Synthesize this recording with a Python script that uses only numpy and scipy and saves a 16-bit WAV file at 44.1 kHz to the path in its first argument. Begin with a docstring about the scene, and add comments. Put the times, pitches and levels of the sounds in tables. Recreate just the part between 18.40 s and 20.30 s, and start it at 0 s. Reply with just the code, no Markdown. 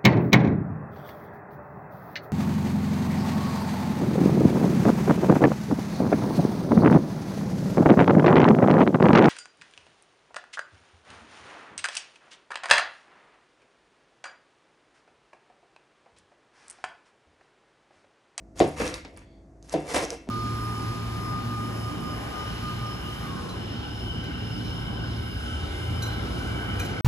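"""A steel rocker knife cuts a crisp pizza twice, on a board in a home kitchen where an appliance hums.
In the first cut the blade bites the crust, knocks onto the board, then rocks through: fracture grains
crackle, flakes snap as brief pings, and damped modes make the board groan and the blade ring faintly.
The blade then slides out with a faint swell of resonant noise. The second cut bites, knocks, crackles
and groans likewise, without the swell; a short low bump, one decaying cosine, falls near its end."""
import sys
import numpy as np
from scipy import signal
from scipy.fft import rfft, irfft, next_fast_len
from scipy.io import wavfile
from scipy.ndimage import map_coordinates

SR = 44100
rng = np.random.default_rng(int(sys.argv[2]) if len(sys.argv) > 2 else 0)


def wav_out(sig):
    """Save sig, one row per channel (or a flat mono array), as 16-bit PCM at SR to the path in sys.argv[1]."""
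    wavfile.write(sys.argv[1], SR, np.round(np.clip(np.atleast_2d(sig).T, -1, 1) * 32767).astype(np.int16))


N = 83790  # length in samples

# modes of board and counter: [f/Hz, relative level/dB, t60/s]
BOARD_MODES = [(149.6, -15.5, 0.44), (178.7, -8.5, 0.15), (296, -10.5, 0.44), (325.2, -5.5, 0.26),
               (352.5, -10.5, 0.25), (423.6, -6.5, 0.26), (474.6, -6.5, 0.13), (506.7, -5, 0.15),
               (646, -10, 0.14), (691, -10, 0.3), (756, -11, 0.35), (977, -11, 0.066)]


def amp(db):
    """Amplitude ratio of a level in decibels."""
    return 10 ** (np.asarray(db) / 20)


def unit(x):
    """Normalization to rms 1, so that a level set afterwards is an rms level."""
    return x / np.sqrt(np.mean(x ** 2) + 1e-20)


def along(points, hz):
    """Interpolation of (f/Hz, value) points on a logarithmic frequency axis."""
    f, value = np.transpose(points)
    return np.interp(np.log(hz + 1), np.log(f + 1), value)


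def filtered(x, response):
    """Linear filtering: the spectrum of x times a response of frequency."""
    length = next_fast_len(N + SR // 2)
    hz = np.fft.rfftfreq(length, 1 / SR)
    return irfft(rfft(x, length) * response(hz), length)[..., :N]


def coloured(x, spectrum):
    """Spectral shaping of x by (f/Hz, level/dB) points, normalized to rms 1."""
    return unit(filtered(x, lambda hz: amp(along(spectrum, hz))))


def since(s):
    """Elapsed time in seconds since the moment s, zero before it."""
    return np.maximum(np.arange(N) / SR - s, 0)


def dying(t, t60):
    """Exponential decay, by 60 dB in t60 seconds, that starts when t does."""
    return amp(-60 * t / t60) * (t > 0)


def ring(modes, t):
    """Modal superposition: damped sinusoids of alternating sign."""
    out = 0
    for k, (hz, db, t60) in enumerate(modes):
        out = out + (-1) ** k * amp(db) * dying(t, t60) * np.sin(2 * np.pi * hz * t)
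    return out


def rung(x, modes):
    """Forced vibration: x convolved with a body's modal response, as strong as x."""
    return np.std(x) * unit(signal.fftconvolve(x, ring(modes, since(0)))[:N])


def grains(rate, spread_db):
    """Random impulses of either sign: tiny fractures, a few much larger than the rest."""
    size_db = spread_db * np.minimum(rng.exponential(size=N), 5)
    broken = rng.random(N) < rate / SR
    return broken * amp(size_db) * rng.choice([-1, 1], N)


def wobble(rate):
    """Random modulation: a smooth curve through rate random knots a second."""
    knots = rng.standard_normal(int(N * rate / SR) + 4)
    return map_coordinates(knots, [np.arange(N) * rate / SR])


def kitchen(x, wet_db, scatter_t60):
    """Impulse response in sum and difference: direct sound, scatter off the counter, reverberation."""
    # decay of the room: [f/Hz, t60/s]
    room_decay = [(100, 0.87), (500, 0.2), (2200, .5), (6000, 0.32), (12000, 0.18)]
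    noise = rng.standard_normal((2, SR // 2))
    hz, t, bands = signal.stft(noise, SR, nperseg=256)
    fading = amp(-60 * t / along(room_decay, hz)[:, None])
    tail = signal.istft(bands * fading, SR, nperseg=256)[1]
    response = amp(wet_db) * tail / np.linalg.norm(tail[0])
    response[0, 0] += 1  # direct sound, in the sum only
    tail_t = np.arange(tail.shape[1]) / SR
    scatter = rng.standard_normal(tail.shape[1]) * dying(tail_t, scatter_t60)
    response[1] += scatter / np.linalg.norm(scatter)
    return signal.fftconvolve(x[None], response, axes=1)[:, :N]


def appliance():
    """Steady-state radiation: a hum of fixed partials over the broadband rush of the room."""
    # partials of the hum: [f/Hz, rms level/dB]
    partials = [(53.9, -56.5), (274, -64), (329.5, -62), (651.4, -68), (710.6, -72), (532.9, -75.5)]
    # colour of the rush: [f/Hz, relative level/dB]
    air_colour = [(25, -19), (45, 1.5), (200, -2), (450, -10), (700, -14), (1000, -22.5), (2000, -29.5),
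                  (3200, -44.5), (6300, -37), (13000, -48.5)]
    air_db = -54.5
    hum = 0
    for hz, db in partials:
        cycles = hz * since(0) + rng.random()
        hum = hum + amp(db) * np.sqrt(2) * np.sin(2 * np.pi * cycles)
    rush = amp(air_db) * coloured(rng.standard_normal((2, N)), air_colour)
    return rush + hum * np.array([[1], [0]])  # hum in the sum channel only


def crust():
    """Brittle fracture under the rocking blade: grains crackle, shake the board and ring the steel."""
    # the two cuts: [t/s, fine crackle level/dB, coarse crunch level/dB, board's groan level/dB]
    cuts = [
        [(.152, -76, -79.5, -88), (.16, -54, -62.5, -47.5), (.188, -44, -46, -49), (.207, -44, -44.5, -32.5),
         (.275, -52, -45.5, -51), (.36, -56.5, -63, -45), (.368, -47, -42.5, -47), (.392, -38.5, -40, -40),
         (.403, -41, -35, -31), (.485, -40, -42.5, -38), (.53, -55, -48, -42), (.552, -43, -42.5, -43.5),
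         (.62, -68, -66, -60), (.755, -74, -70, -56), (.772, -61, -55.5, -60), (.85, -75, -69, -74)],
        [(1.215, -85, -93, -83), (1.235, -64.5, -80, -72), (1.318, -54, -52.5, -67), (1.327, -37.5, -57, -51),
         (1.355, -61, -44, -35), (1.445, -56.5, -62, -45.5), (1.492, -43.5, -44, -43), (1.565, -31, -32.5, -27),
         (1.6, -40, -36, -32.5), (1.635, -36.5, -41, -34), (1.685, -58.5, -63, -48),
         (1.732, -46.5, -47.5, -37.5), (1.785, -66, -71, -59), (1.895, -76, -83, -73)],
    ]
    # tilt of the groan in dB per octave: the far cut groans deeper than the near one
    groan_tilts_db = [-1.6, 2.5]
    # colours of the three layers: [f/Hz, relative level/dB]
    crackle_colour = [(1500, 1.5), (2800, -3), (4000, -0.5), (5800, 1), (7500, -3), (9200, -1.5),
                      (11500, -3.5), (12300, -9), (15500, -24)]
    crunch_colour = [(500, -44), (950, 8.5), (1550, 3.5), (2050, 6), (2600, 0.5), (3600, -6), (6000, -41)]
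    groan_colour = [(31, -34.5), (41, -8), (82, 2.5), (120, -11.5), (165, -2.5), (230, -12.5), (305, 4.5),
                    (390, -4), (510, 4.5), (610, -5.5), (710, 0), (850, -16.5), (1500, -45)]
    # modes of the blade: [f/Hz, relative level/dB, t60/s]
    blade_modes = [(1221, -0.5, 0.16), (1956, -10, 0.2), (2165, 1, 0.22), (2205, -3.5, 0.31),
                   (2700, 6, 0.31), (2717, -10, 0.49)]
    crackle_rate, crunch_rate = 2700, 1500  # fractures a second
    crackle_spread_db, crunch_spread_db = 2.5, 2.2
    spurt_rate, spurt_db = 110, 1.5  # the crust gives way in spurts: knots a second, depth
    blade_db, board_db = -12, -18  # blade's ring against the crunch, board's against the groan
    t, out = since(0), 0
    for cut, tilt_db in zip(cuts, groan_tilts_db):
        s, *levels = np.transpose(cut)
        spurts = spurt_db * wobble(spurt_rate)
        fine, coarse, low = [amp(np.interp(t, s, db, left=-120, right=-120) + spurts) for db in levels]
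        crackle = fine * coloured(grains(crackle_rate, crackle_spread_db), crackle_colour)
        # crunch and groan share the same fractures
        breaks = grains(crunch_rate, crunch_spread_db)
        crunch = coarse * coloured(breaks, crunch_colour)
        tilted = [(hz, db + tilt_db * np.log2(hz)) for hz, db in groan_colour]
        groan = low * coloured(breaks, tilted)
        blade = amp(blade_db) * rung(crunch, blade_modes)
        board = amp(board_db) * rung(groan, BOARD_MODES)
        out = out + kitchen(crackle + crunch + groan + blade + board, wet_db=-6, scatter_t60=0.055)
    return out


def snaps():
    """Impulsive release as larger flakes break: a ping of a few cycles inside a wider, short crack."""
    # single flakes: [t/s, level/dB, f/Hz]
    flakes = [(0.1942, -20, 6700), (.2022, -21.5, 8500), (.2027, -22, 3500), (.278, -32, 9200),
              (.2894, -31, 10100), (0.4778, -19.5, 5600), (.5412, -19.5, 4300), (0.543, -25, 8300),
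              (.649, -29, 4700), (0.765, -43.5, 4730), (0.7742, -35.5, 9700), (.792, -44, 6350),
              (1.227, -39.5, 6200), (1.2959, -31, 6300), (1.3249, -29, 4900), (1.332, -38, 5660),
              (1.339, -29, 6050), (1.404, -39, 8650), (1.651, -22.5, 6050), (1.7047, -18, 5830)]
    ping_db, ping_t60 = 1, 0.0027  # level against the flake's, decay in s
    crack_db, crack_t60, crack_octaves = -8.5, 0.0067, 0.68  # the same, then width of its band
    out = 0
    for s, db, pitch_hz in flakes:
        t = since(s)
        ping = amp(ping_db) * dying(t, ping_t60) * np.sin(2 * np.pi * pitch_hz * t)
        band = lambda hz: np.exp(-(np.log2((hz + 1) / pitch_hz) / crack_octaves) ** 2)
        noise = unit(filtered(rng.standard_normal(N), band))
        crack = amp(crack_db) * noise * dying(t, crack_t60)
        out = out + amp(db) * (ping + crack)
    return kitchen(out, wet_db=-8.5, scatter_t60=0.0067)


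def knocks():
    """Impact excitation: the blade splits the bottom crust and clacks; board and counter ring on."""
    # contacts: [t/s, level of clack and ring/dB, f of the clack/Hz, dull thud level/dB, split level/dB]
    contacts = [(0.202, -15.5, 715, -13.5, -26), (.4, -25, 487, -28, -36),
                (0.6485, -48.5, 687, -44.5, -44.5), (1.3396, -18, 668, -30, -37),
                (1.624, -33, 720, -33, -44), (1.87, -47, 590, -42, -60)]
    # colours of thud and splitting crust: [f/Hz, relative level/dB]
    thud_colour = [(30, -26), (80, -6.5), (200, 2.5), (700, 2.5), (1100, -7.5), (3000, -64)]
    split_colour = [(600, -5), (2000, -2.5), (3600, -7), (5500, -14.5), (10000, -35), (14000, -55)]
    clack_db, clack_t60 = 4.5, 0.053  # level against the contact's, decay in s
    board_db = -1  # likewise against the contact's level
    thud_t60, thud_attack_s = 0.27, 0.0013
    split_rate, split_t60 = 7000, 0.16  # fractures a second as the bottom crust gives, decay in s
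    cutoff_over_pitch = 1.33
    out = 0
    for s, db, pitch_hz, thud_db, split_db in contacts:
        t = since(s)
        clack = amp(clack_db) * dying(t, clack_t60) * np.sin(2 * np.pi * pitch_hz * t)
        board = amp(board_db) * ring(BOARD_MODES, t)
        attack = 1 - np.exp(-t / thud_attack_s)
        thud = coloured(rng.standard_normal(N), thud_colour) * dying(t, thud_t60) * attack
        # a low-pass above the clack's pitch softens all but the split
        cutoff_hz = min(cutoff_over_pitch * pitch_hz, SR / 4)
        soft = signal.butter(2, cutoff_hz, fs=SR, output="sos")
        body = signal.sosfilt(soft, amp(db) * (clack + board) + amp(thud_db) * thud)
        split = coloured(grains(split_rate, spread_db=1), split_colour) * dying(t, split_t60)
        out = out + body + amp(split_db) * split
    return kitchen(out, wet_db=-15, scatter_t60=0.039)


def scrape():
    """Friction noise through resonances: the blade lifts out and crust brushes the steel in a swell."""
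    # resonances of the brushed steel: [f/Hz]
    resonances_hz = [2120, 3400, 4500]
    centre_s, half_s, level_db = 0.91, 0.12, -70
    width_hz = 170  # half-width of each resonance
    swell = np.exp(-((since(0) - centre_s) / half_s) ** 2)
    steel = lambda f: sum(1 / (1 + ((f - hz) / width_hz) ** 2) for hz in resonances_hz)
    return amp(level_db) * swell * unit(filtered(rng.standard_normal((2, N)), steel))


def bump():
    """Damped oscillation from its crest: a short low bump with a hard start, in the sum channel."""
    start_s, pitch_hz, level_db, t60 = 1.8895, 218, -21, 0.12
    t = since(start_s)
    tone = amp(level_db) * dying(t, t60) * np.cos(2 * np.pi * pitch_hz * t)
    return tone * np.array([[1], [0]])


def scene():
    """Stereo coherence at two close microphones: alike in the bass, opposed in the top treble."""
    # difference between the microphones over their sum: [f/Hz, gain/dB]
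    width = [(60, -50), (180, -18), (350, -15.5), (700, -8.5), (1400, -2), (4500, -5.5), (6400, -22),
             (8500, -3), (11000, 4), (12800, 21.5)]
    sources = appliance() + crust() + snaps() + knocks() + scrape() + bump()

    def share(hz):
        """Constant-power division between sum and difference by an angle."""
        angle = np.arctan(amp(along(width, hz)))
        return np.array([np.cos(angle), np.sin(angle)])

    mid, side = filtered(sources, share)
    return np.array([mid + side, mid - side])


def record(dry):
    """Band limitation: the recorder drops the deepest bass and keeps nothing above its limit."""
    low_cut_hz, top_hz = 33, 16300
    high_pass = signal.butter(4, low_cut_hz, "high", fs=SR, output="sos")
    thinned = signal.sosfilt(high_pass, dry)
    return filtered(thinned, lambda hz: hz < top_hz)


dry = scene()
out = record(dry)
wav_out(out)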